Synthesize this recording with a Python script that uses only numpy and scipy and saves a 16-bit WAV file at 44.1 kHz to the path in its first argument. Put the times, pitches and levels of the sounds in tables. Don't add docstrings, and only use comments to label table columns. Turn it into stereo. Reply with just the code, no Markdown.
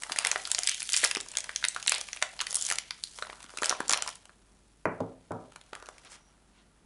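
import sys
import numpy as np
from scipy import signal
from scipy.fft import rfft, irfft
from scipy.io import wavfile
from scipy.ndimage import uniform_filter1d

SR = 44100
rng = np.random.default_rng(int(sys.argv[2]) if len(sys.argv) > 2 else 0)


def generate_wav(signal):
    frames = np.transpose(np.atleast_2d(signal))
    scaled = np.clip(frames, -1, 1) * 32767
    pcm = np.round(scaled).astype(np.int16)
    wavfile.write(sys.argv[1], SR, pcm)


N = 302085
TOP_HZ = 10950
SIDES = np.array([[1], [-1]])


def undb(db):
    return 10 ** (np.asarray(db) / 20)


def level(x, db):
    return x * undb(db) / np.sqrt(np.mean(x ** 2))


def band(x, lo_hz, hi_hz, order=2):
    return signal.sosfilt(signal.butter(order, [lo_hz, hi_hz], "bandpass", fs=SR, output="sos"), x)


def coloured(spectrum):
    hz, db = np.transpose(spectrum)
    size = N + 1
    f = np.fft.rfftfreq(size, 1 / SR) + 1
    gain = undb(np.interp(np.log(f), np.log(hz), db))
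    return irfft(rfft(rng.standard_normal(size)) * gain, size)[:N]


def add(out, s, x, pan_db):
    i = int(s * SR)
    x = x[:N - i]
    out[:, i:i + len(x)] += x * undb(SIDES * pan_db / 2)


# (frequency [Hz], relative density [dB])
MID_SPECTRUM = [(15, -48), (25, -7), (54, -8.5), (75, -10), (151, -12), (176, -10), (221, -10.5),
                (309, -14), (420, -15.5), (478, -20), (5190, -33), (10600, -30), (11500, -27), (15000, -77),
                (22000, -120)]
SIDE_SPECTRUM = [(15, -33), (25, -29), (54, -4), (117, -2.5), (360, 0.5), (798, -0.5), (1270, -2),
                 (5610, -19), (7630, -15.5), (10600, -20), (11500, -17), (15000, -66), (22000, -120)]
# (frequency [Hz], rms level [dB])
HUM_TONES = [(50, -68), (150, -80.5), (9711, -101)]
def background(mid_db=-65, side_db=-59.5):
    t = np.arange(N) / SR
    hum = sum(np.sqrt(2) * undb(db) * np.sin(2 * np.pi * hz * t) for hz, db in HUM_TONES)
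    return hum + level(coloured(MID_SPECTRUM), mid_db) + SIDES * level(coloured(SIDE_SPECTRUM), side_db)


# (lower edge [Hz], upper edge [Hz])
CREASE_BANDS = [(520, 1600), (1600, 4500), (4500, 11500)]
BURST_MS, LEAN_DB = [1.45, 1.83, 1], [3, 3.5, -0.7]
# (time [s], crack level [dB], thud level [dB], tick level [dB])
CRACKLE_LEVELS = [(0.0, -64, -60, -54), (0.23, -42.5, -46.5, -46.5), (0.38, -53, -56.5, -46),
                  (0.65, -48, -60, -47), (0.84, -56, -76, -44), (1.05, -36.5, -54, -35),
                  (1.16, -59, -66, -56), (1.41, -56.5, -63, -55), (1.89, -52, -66, -49),
                  (2.27, -58.5, -63.5, -55), (2.46, -60, -58.5, -53.5), (2.61, -55, -57.5, -39.5),
                  (2.67, -44, -55, -36.5), (2.8, -61, -64, -61), (2.94, -62, -76, -61),
                  (3.2, -63, -68, -50.5), (3.39, -63, -63.5, -61.5), (3.57, -63.5, -59.5, -55.5),
                  (3.68, -43.5, -43, -42.5), (3.79, -55, -55, -60), (3.87, -52, -57, -54.5),
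                  (3.97, -44.5, -41, -66), (4.1, -54, -69, -52.5), (4.23, -72, -71, -67.5),
                  (4.43, -78.5, -75.5, -73.5), (4.88, -81, -82, -75), (5.02, -74, -66, -74.5),
                  (5.15, -78.5, -77, -78), (5.42, -72.5, -76, -73), (5.99, -67.5, -64.5, -66),
                  (6.26, -77.5, -73, -76), (6.85, -84, -77, -84)]
def crackle(per_second=600, spread_db=2.5, colour_db=4, rub=0.45, taut_hz=(3050, 3650), taut_db=-15):
    s, crack_db, thud_db, tick_db = np.transpose(CRACKLE_LEVELS)
    t, out = np.arange(N) / SR, 0
    struck = rng.random(N) < per_second / SR
    size_db = np.minimum(spread_db * rng.exponential(size=N), 9)
    pan_db = 3 * rng.standard_normal(N)
    for k, db in enumerate([thud_db, crack_db, tick_db]):
        tint_db = colour_db * np.clip(rng.standard_normal(N), -2, 2)
        kicks = struck * undb(size_db + tint_db + SIDES * (pan_db + LEAN_DB[k]) / 2)
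        fade = np.exp(-1000 / (BURST_MS[k] * SR))
        envelope = level(signal.lfilter([1], [1, -fade], kicks), 0) + rub
        grains = band(envelope * rng.standard_normal(N), *CREASE_BANDS[k], order=3)
        out = out + level(grains, np.interp(t, s, db))
    taut = band(envelope * rng.standard_normal(N), *taut_hz)
    return out + level(taut, taut_db + np.interp(t, s, tick_db))


# (time [s], level [dB], panel frequency [Hz],
# relative thud level [dB], relative crack level [dB], relative tick level [dB])
CREASES = [(0.022, -20.5, 8200, -16, -12, -17), (0.035, -21, 1970, -38, -4, -1),
           (0.065, -38, 1340, 1.5, -14, -4.5), (0.097, -23.5, 1280, -4, -12, -21),
           (0.12, -23.5, 4240, -8, 2, 7.5), (0.126, -27, 3400, -13, -17, 6),
           (0.161, -19, 1970, -16, -23, -2), (0.187, -11.5, 2630, -16, -35, 2.5),
           (0.249, -9.5, 2060, -29, -6.5, -1), (0.261, -22, 1320, 2.5, -1, -4),
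           (0.27, -8, 7950, -38, -8, -0.5), (0.289, -36, 2050, -27, -9, -14),
           (0.315, -6.5, 6600, -33, -7, -7.5), (0.329, -26.5, 6030, 0.5, -7, -11),
           (0.359, -12, 1880, -5.5, -13, -25), (0.453, -17.5, 4630, -41, -9.5, -12),
           (0.474, -27, 1380, -27, -13, 3), (0.516, -5, 8000, -34, -15.5, -7.5),
           (0.548, -8.5, 5000, -27, -13.5, -3.5), (0.584, -20, 3140, -11, -1.5, -3),
           (0.589, -10.5, 6550, -16, -19, -3), (0.634, -14, 5780, -36, -15, -1),
           (0.643, -18, 6540, -31, -17, -9), (0.666, -17, 7300, -40, -17, -16),
           (0.673, -10, 6650, -40, -7, 3.5), (0.676, -12.5, 3280, -46, -22, -15),
           (0.688, -25, 2550, -31, 6, 7), (0.694, -8.5, 6150, -43, -15, -3), (0.715, -20, 2480, -36, -3, 0),
           (0.745, -24.5, 3400, -39, -5.5, 5.5), (0.779, -25, 6580, -32, -9, -15),
           (0.799, -35, 7200, -19, -11, -6), (0.804, -22, 6700, -35, -6, -1),
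           (0.82, -20, 2460, -25, -10, -4), (0.829, -12, 10100, -34, -17.5, -17),
           (0.891, -22, 3450, -24, -4.5, 3), (0.9, -14, 6920, -33, -25, -9),
           (0.922, -15.5, 5290, -39, -16, -1), (0.933, -5, 6860, -45, -22, -5),
           (0.94, -12.5, 2760, -38, -6, -3), (0.944, -9, 4840, -41, -9.5, -18),
           (0.955, -23, 7500, -35, -20, -11), (0.965, -5.5, 7800, -33, -14, -6),
           (0.972, -10.5, 5330, -48, -14, -5.5), (0.976, -12, 6600, -46, -29, -3),
           (0.984, -14.5, 7550, -40, -27.5, -7), (1.033, -16, 8200, -23, -8, -13.5),
           (1.039, -9.5, 1900, -26, -5.5, -15), (1.043, -7.5, 9870, -20, -14, 0),
           (1.048, -4.5, 5360, -16, -16, -5), (1.058, -16, 2500, -14, -21, -9),
           (1.112, -16.5, 2570, -16, -3, 4), (1.15, -15, 4870, -18, -5.5, -1.5),
           (1.16, -15, 2570, -21, -19, -15), (1.17, -20, 4990, -6.5, -8, -2),
           (1.177, -32, 6050, -24, -2.5, 1), (1.203, -22, 5740, -27, -3.5, -2),
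           (1.21, -22, 7250, -25, -21, -3), (1.262, -36, 6330, -6, -20, -1),
           (1.286, -29.5, 6800, -39, -27, 1.5), (1.317, -22.5, 7700, -32, -20.5, -13),
           (1.338, -31, 2670, -11, -9.5, -13), (1.353, -26, 2960, -16, -6, -5),
           (1.371, -7, 6650, -25.5, -10.5, -8.5), (1.385, -10, 8250, -26, -18, -11),
           (1.405, -25.5, 6450, -31, -6, 2), (1.442, -25, 6440, -17.5, -7, -1),
           (1.493, -20.5, 1880, -8, -9.5, -10), (1.561, -8.5, 6270, -54, -11.5, -10.5),
           (1.627, -24, 1540, -20.5, -11.5, -14), (1.641, -11, 2050, -21, -3, -9),
           (1.65, -18.5, 2040, -19, 0.5, 5), (1.685, -6, 7800, -48, -34, -3.5),
           (1.747, -28, 3980, -18, -22, 0), (1.763, -16.5, 1426, -14.5, -13.5, -10),
           (1.827, -23, 6700, -20, -6.5, -2), (1.863, -21, 5670, -11, -8, -17),
           (1.874, -10.5, 8100, -33, -23, -6), (1.879, -5, 3940, -36, -8, -7),
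           (1.895, -2, 7640, -44, -23, -12), (1.92, -12.5, 2630, -5.5, -2, 2.5),
           (1.943, -13, 4300, -18, -13, -17), (1.949, -15.5, 7900, -26, -24, -6),
           (1.959, -25, 4150, -11, -22, -1), (1.982, -30, 2740, -8, -18, 10),
           (2.012, -18.5, 6600, -18, -10, 0), (2.087, -26, 2470, -13, -12, -8.5),
           (2.131, -16, 5960, -29, -9.5, -15), (2.163, -24, 10000, -13, -11, -15),
           (2.172, -27, 2520, -30, -12, -16), (2.217, -29, 2030, -7, -4, 0),
           (2.225, -11.5, 1930, -10.5, -4, 0.5), (2.338, -40, 2520, -21, -15, -13.5),
           (2.392, -21.5, 4700, -15, -6, -12), (2.404, -22.5, 2540, -18, 4.5, -19),
           (2.412, -23.5, 1380, -16, 3.5, 7), (2.418, -26, 1200, -11, 2, 5.5),
           (2.468, -24, 3130, -34, 1.5, 0), (2.508, -19.5, 6660, -23, -23, -4),
           (2.517, -22, 6560, -26, -17, -7), (2.528, -14.5, 10300, -20.5, -20, -8),
           (2.545, -7.5, 9820, -32, -26, -10), (2.555, -6, 9500, -43, -43, -4),
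           (2.559, -8, 8600, -51, -31, -10), (2.568, -7, 9200, -44, -39, -20),
           (2.612, -17, 6840, -38, -34, -5), (2.624, -9.5, 7540, -41, -39, -10),
           (2.651, -15, 6900, -43, -33, -7), (2.665, -19.5, 6800, -35, -20, 3),
           (2.689, -27, 3660, -36, -14, 5), (2.701, -11, 7460, -28, -7.5, -4),
           (2.713, -14, 1810, -17, -9, -1.5), (2.723, -21, 1300, -17, 0, 6),
           (2.734, -19, 6560, -37, -14, -12), (2.757, -18.5, 7850, -25, -11, -9),
           (2.785, -16, 2190, -26, -4, 1.5), (2.908, -15.5, 4600, -13, -10.5, -11),
           (3.038, -14.5, 4270, -55, -31, -6), (3.073, -30.5, 4170, -38, -24, -10),
           (3.113, -35, 7690, -26, -23, -12), (3.16, -35, 5450, -17, -22, -13),
           (3.177, -34, 5240, -15, -12, -1), (3.187, -29, 1310, -5, -3, -3),
           (3.224, -20.5, 1380, -7, -3, -11), (3.25, -31, 1960, -8, -15, -16),
           (3.269, -33, 1020, -22, -2, -18), (3.299, -32.5, 1030, -19, 3.5, -18),
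           (3.329, -32, 1110, -21, -5, -17), (3.404, -41.5, 1030, -18, 1.5, 2.5),
           (3.428, -33, 9340, -27, -5, 0), (3.442, -42.5, 1420, -4, -1, 9),
           (3.463, -39, 3030, -15.5, -9, -8.5), (3.494, -40, 1360, -9, -1, -13),
           (3.537, -45, 1360, 5, -16, -3), (3.573, -26.5, 1330, -18, -6, 4),
           (3.586, -22.5, 2580, -23, -7.5, -3), (3.619, -17, 7180, -15, -22, -17),
           (3.623, -16.5, 1280, -22, -17, -5), (3.632, -20.5, 1380, -1, 1, 1.5),
           (3.644, -10, 7240, -21.5, -11, -13.5), (3.651, -16, 8140, -28, -16, -6),
           (3.658, -12, 5500, -20, -18, 1), (3.695, -4.5, 5820, -34, -17, -8.5),
           (3.702, -18, 5300, -19, -9, -1.5), (3.711, -18.5, 1360, -6, -3.5, -12),
           (3.726, -14.5, 1065, -7, -21, -24), (3.804, -18, 1570, -2.5, -11.5, -5.5),
           (3.881, -19, 7400, -40, -35, -3), (3.895, -5.5, 5960, -17.5, -17.5, -2),
           (3.899, -24, 1280, -19, -13, -1), (3.908, -7.5, 7370, -21, -11.5, -9),
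           (3.915, -20.5, 1410, -12, -1, 5), (3.926, -4.5, 7260, -25, -18, -6),
           (3.934, -14.5, 1150, -31, 2, 6), (3.942, -24.5, 2080, -5, 8, 0), (3.974, -21, 2850, -18, -8, 3),
           (4.023, -9, 7300, -19, -11, -9), (4.063, -28.5, 1050, -23, -18, -5),
           (4.076, -29.5, 1020, -7, -2, 10), (4.082, -26, 1410, -5, -2.5, -12),
           (4.09, -30.5, 1100, -8, -10, 7), (4.155, -32.5, 8100, -16, -25, -4),
           (4.255, -39, 2950, -9, -12, 1.5), (4.294, -42.5, 1320, -3.5, -9, -16),
           (5.319, -33, 1030, -2, -13.5, -4.5), (5.521, -43.5, 1320, -7, -4, -1),
           (5.56, -39, 1780, 3.5, 0, 5), (5.613, -40.5, 3750, -10, -7, 0), (5.732, -24, 1280, -7, -10, -11),
           (5.752, -33, 1740, -8, -1.5, 3.5), (5.762, -35, 1210, -9, -21, -19),
           (5.8, -39, 1430, -12, -16, -6), (5.825, -37, 1320, -2, -9, -3), (5.859, -40.5, 2730, -21, -6, 2),
           (5.867, -41, 1410, -20, -3, 0), (5.888, -41.5, 1550, 7.5, 4, 8),
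           (5.982, -38.5, 2170, -25, -10, -1), (6.049, -44, 2310, -9, -17, 2),
           (6.119, -33.5, 7900, -11, -18, -6), (6.156, -39, 5650, -17, -14, -11)]
def snaps(creases, cycles=6.2, ring_db=-3, rise=0.22, creep_db=-16, lead_s=0.003):
    out, t = np.zeros((2, N)), np.arange(900) / SR - lead_s
    noise = rng.standard_normal((len(creases), len(CREASE_BANDS) + 1, len(t)))
    creep = undb(creep_db) * np.exp(-np.abs(t) * 2 / lead_s)
    bursts = []
    for k, edges in enumerate(CREASE_BANDS):
        age = t * 1000 / BURST_MS[k]
        envelope = creep + (age > 0) * (1 - np.exp(-age / rise)) * np.exp(-age)
        bursts.append(band(envelope * noise[:, k], *edges, order=3))
    for i, (s, db, hz, *parts_db) in enumerate(creases):
        pan_db = 0.5 * noise[i, -1, 0]
        quality = cycles * (hz / 4000) ** 0.15
        age = np.maximum(t, 0) * hz * np.pi / quality
        ring = (1 - np.exp(-age / rise)) * np.exp(-age) * np.sin(2 * np.pi * hz * t)
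        ring_lean_db = np.interp(hz, np.mean(CREASE_BANDS, axis=1), LEAN_DB)
        add(out, s - lead_s, undb(db + ring_db) * ring / np.abs(ring).max(), pan_db + ring_lean_db)
        for part_db, burst, lean_db in zip(parts_db, bursts, LEAN_DB):
            add(out, s - lead_s, undb(db + part_db) * burst[i] / np.abs(burst[i]).max(), pan_db + lean_db)
    return out


def lesser_creases(count=260, above_db=11, octaves=0.37, parts_db=(-38.5, -28.5, -9), colour_db=6):
    s, crack_db, thud_db, tick_db = np.transpose(CRACKLE_LEVELS)
    uniform, normal = rng.random((count, 3)), rng.standard_normal((count, 4))
    times = 0.003 + uniform[:, 0] * (N / SR - 0.006)
    bands_db = np.transpose([np.interp(times, s, db) for db in (thud_db, crack_db, tick_db)])
    share = np.cumsum(undb(2 * bands_db), axis=1)
    pick = (uniform[:, 1:2] * share[:, -1:] > share).sum(axis=1)
    centre_hz = np.sqrt(np.prod(CREASE_BANDS, axis=1))[pick]
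    hz = np.minimum(centre_hz * 2 ** (octaves * normal[:, 0]), TOP_HZ)
    top_db = bands_db.max(axis=1)
    tint_db = bands_db - top_db[:, None] + parts_db + colour_db * normal[:, 1:]
    return np.column_stack([times, top_db + above_db, hz, tint_db])


# (time [s], peak level [dB], frequency [Hz])
FINGER_TAPS = [(0.109, -40.5, 320), (1.033, -26, 585), (1.168, -28, 383), (1.919, -28.5, 704),
               (1.993, -41, 657), (2.223, -30.5, 720), (2.711, -32, 760), (3.222, -43, 790),
               (3.296, -35, 626), (3.327, -44, 490), (3.444, -47.5, 272), (3.538, -43.5, 425),
               (3.584, -41.5, 363), (3.62, -28.5, 403), (3.708, -25.5, 560), (3.803, -27, 330),
               (3.915, -36.5, 310), (5.56, -42, 640), (5.729, -35.5, 473), (5.825, -41, 487),
               (5.887, -35.5, 585)]
def thumps(quality=1.8, rise_ms=0.6):
    out, t = np.zeros((2, N)), np.arange(2000) / SR
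    for s, db, hz in FINGER_TAPS:
        envelope = (1 - np.exp(-t * 1000 / rise_ms)) * np.exp(-t * hz * np.pi / quality)
        thump = band(envelope * np.sin(2 * np.pi * hz * t), hz / 2, hz * 2)
        add(out, s, undb(db) * thump / np.abs(thump).max(), LEAN_DB[0])
    return out


# (start [s], end [s], centre [Hz], bandwidth [Hz], mid-stroke level [dB])
STROKES = [(0.188, .36, 1947, 1778, -44), (0.635, 0.77, 3000, 1200, -40.5),
           (0.897, 1.028, 3320, 1800, -41.5), (1.862, 2.018, 2960, 2150, -37),
           (2.487, 2.727, 3190, 500, -49), (3.189, 3.563, 1300, 500, -64), (5.733, 5.902, 1410, 500, -57.5),
           (6.517, 6.653, 2460, 3500, -66.5), (6.046, 6.089, 2250, 3900, -52),
           (6.087, 6.186, 2050, 2500, -55), (6.085, 6.173, 7100, 4930, -53)]
def slides(flutter_db=1.5, flutter_ms=4):
    out = np.zeros((2, N))
    for start, end, hz, width_hz, db in STROKES:
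        hiss, jitter = rng.standard_normal((2, SR // 2))[:, :int((end - start) * SR)]
        flutter = undb(flutter_db * level(uniform_filter1d(jitter, int(flutter_ms * SR / 1000)), 0))
        rub = level(band(hiss * flutter, hz - width_hz / 2, hz + width_hz / 2), db)
        add(out, start, rub * np.sqrt(np.hanning(len(rub))), LEAN_DB[1])
    return out


# (frequency [Hz], level [dB], 60 dB decay time [s])
TABLE_MODES = [(106.5, -4.5, 0.44), (169.4, -4, 0.18), (261.5, -5, 0.26), (316, -18.5, 0.15),
               (452.3, -2, 0.21), (588.6, 3, 0.047), (656, 1.5, 0.074), (825, 1, 0.076), (980, -5, 0.035)]
# (time [s], level [dB], cutoff [Hz], relative ring level [dB],
# relative rumble level [dB], relative tick level [dB], left minus right [dB])
CONTACTS = [(4.855, -6, 3520, -26.5, -22, -32, 1), (5.0039, -14, 1880, -15.5, -21.5, -24.5, 0.71),
            (5.027, -47, 1715, -10, -10, -28.5, 1), (5.307, -26, 2320, -8.5, -9.5, -27, 0.83),
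            (5.345, -29, 1940, -17, -10, -43, 1)]
def knocks(rumble_t60_s=0.33, scatter_db=0.5, swell_ms=1.1):
    out, t = np.zeros((2, N)), np.arange(SR // 2) / SR
    hz, mode_db, t60 = np.transpose(TABLE_MODES)[:, :, None]
    modes = np.exp(-np.log(1000) * t / t60) * np.sin(2 * np.pi * hz * t)
    scatter = scatter_db * rng.standard_normal((len(CONTACTS), len(TABLE_MODES), 1))
    noise = rng.standard_normal((len(CONTACTS), len(t)))
    swell = 1 - np.exp(-t * 1000 / swell_ms)
    jolt = band(t == 0, 540, 680, order=1) + 0.46 * band(t == 0, 710, 1540, order=1)
    jolt = jolt + 0.7 * np.roll(jolt, int(0.002 * SR))
    for contact, offset_db, hiss in zip(CONTACTS, scatter, noise):
        s, db, top_hz, ring_db, rumble_db, tick_db, pan_db = contact
        ring = (undb(mode_db + ring_db - offset_db) * modes).sum(axis=0)
        rumble = level(band(hiss, 136, 617, order=1), rumble_db) * np.exp(-np.log(1000) * t / rumble_t60_s)
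        blow = band(jolt / np.abs(jolt).max() + swell * (ring + rumble), 85.5, 6100)
        low_pass = signal.cheby2(6, 45, top_hz, fs=SR, output="sos")
        tick = band(hiss[:400] * np.exp(-t[:400] / 0.0029), 2000, 7000)
        add(out, s, undb(db) * signal.sosfilt(low_pass, blow), pan_db)
        add(out, s, undb(db + tick_db) * tick, pan_db)
    return out


def whistle(start_s=5.75, end_s=6.33, hz=5780, db=-74):
    t = np.arange(N) / SR
    gate = np.clip(np.minimum(t - start_s, end_s - t) / 0.024, 0, 1)
    return gate * level(band(rng.standard_normal(N), hz - 90, hz + 90, order=1), db)


# (centre [Hz], reverberation time [s], level [dB], side relative to mid [dB])
ROOM_BANDS = [(137, .8, -43.5, -13), (293.3, 0.39, -41, -20.5), (600, 0.4, -36.5, -11.5),
              (1200, 0.18, -33.5, -6), (2460, 0.31, -39, -3), (4750, 0.29, -42, -4),
              (7900, 0.16, -37.5, -2)]
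def room(x, onset_ms=5):
    t = np.arange(SR // 2) / SR
    onset = np.clip(t * 1000 / onset_ms, 0, 1) ** 2
    tails = 0
    for hz, t60, db, side_db in ROOM_BANDS:
        noise = band(rng.standard_normal((2, len(t))), hz / np.sqrt(2), hz * np.sqrt(2))
        tails = tails + undb([[db], [db + side_db]]) * onset * noise * np.exp(-np.log(1000) * t / t60)
    mid, side = (signal.fftconvolve(x.mean(axis=0), tail)[:N] for tail in tails)
    return mid + SIDES * side


def scene():
    direct = snaps(CREASES) + snaps(lesser_creases()) + crackle() + slides() + thumps() + knocks()
    return direct + room(direct) + background() + whistle()


def record(dry):
    gentle = signal.butter(2, 13000, fs=SR, output="sos")
    steep = signal.ellip(6, 0.5, 33, TOP_HZ, fs=SR, output="sos")
    return signal.sosfilt(steep, signal.sosfilt(gentle, dry))


dry = scene()
out = record(dry)
generate_wav(out)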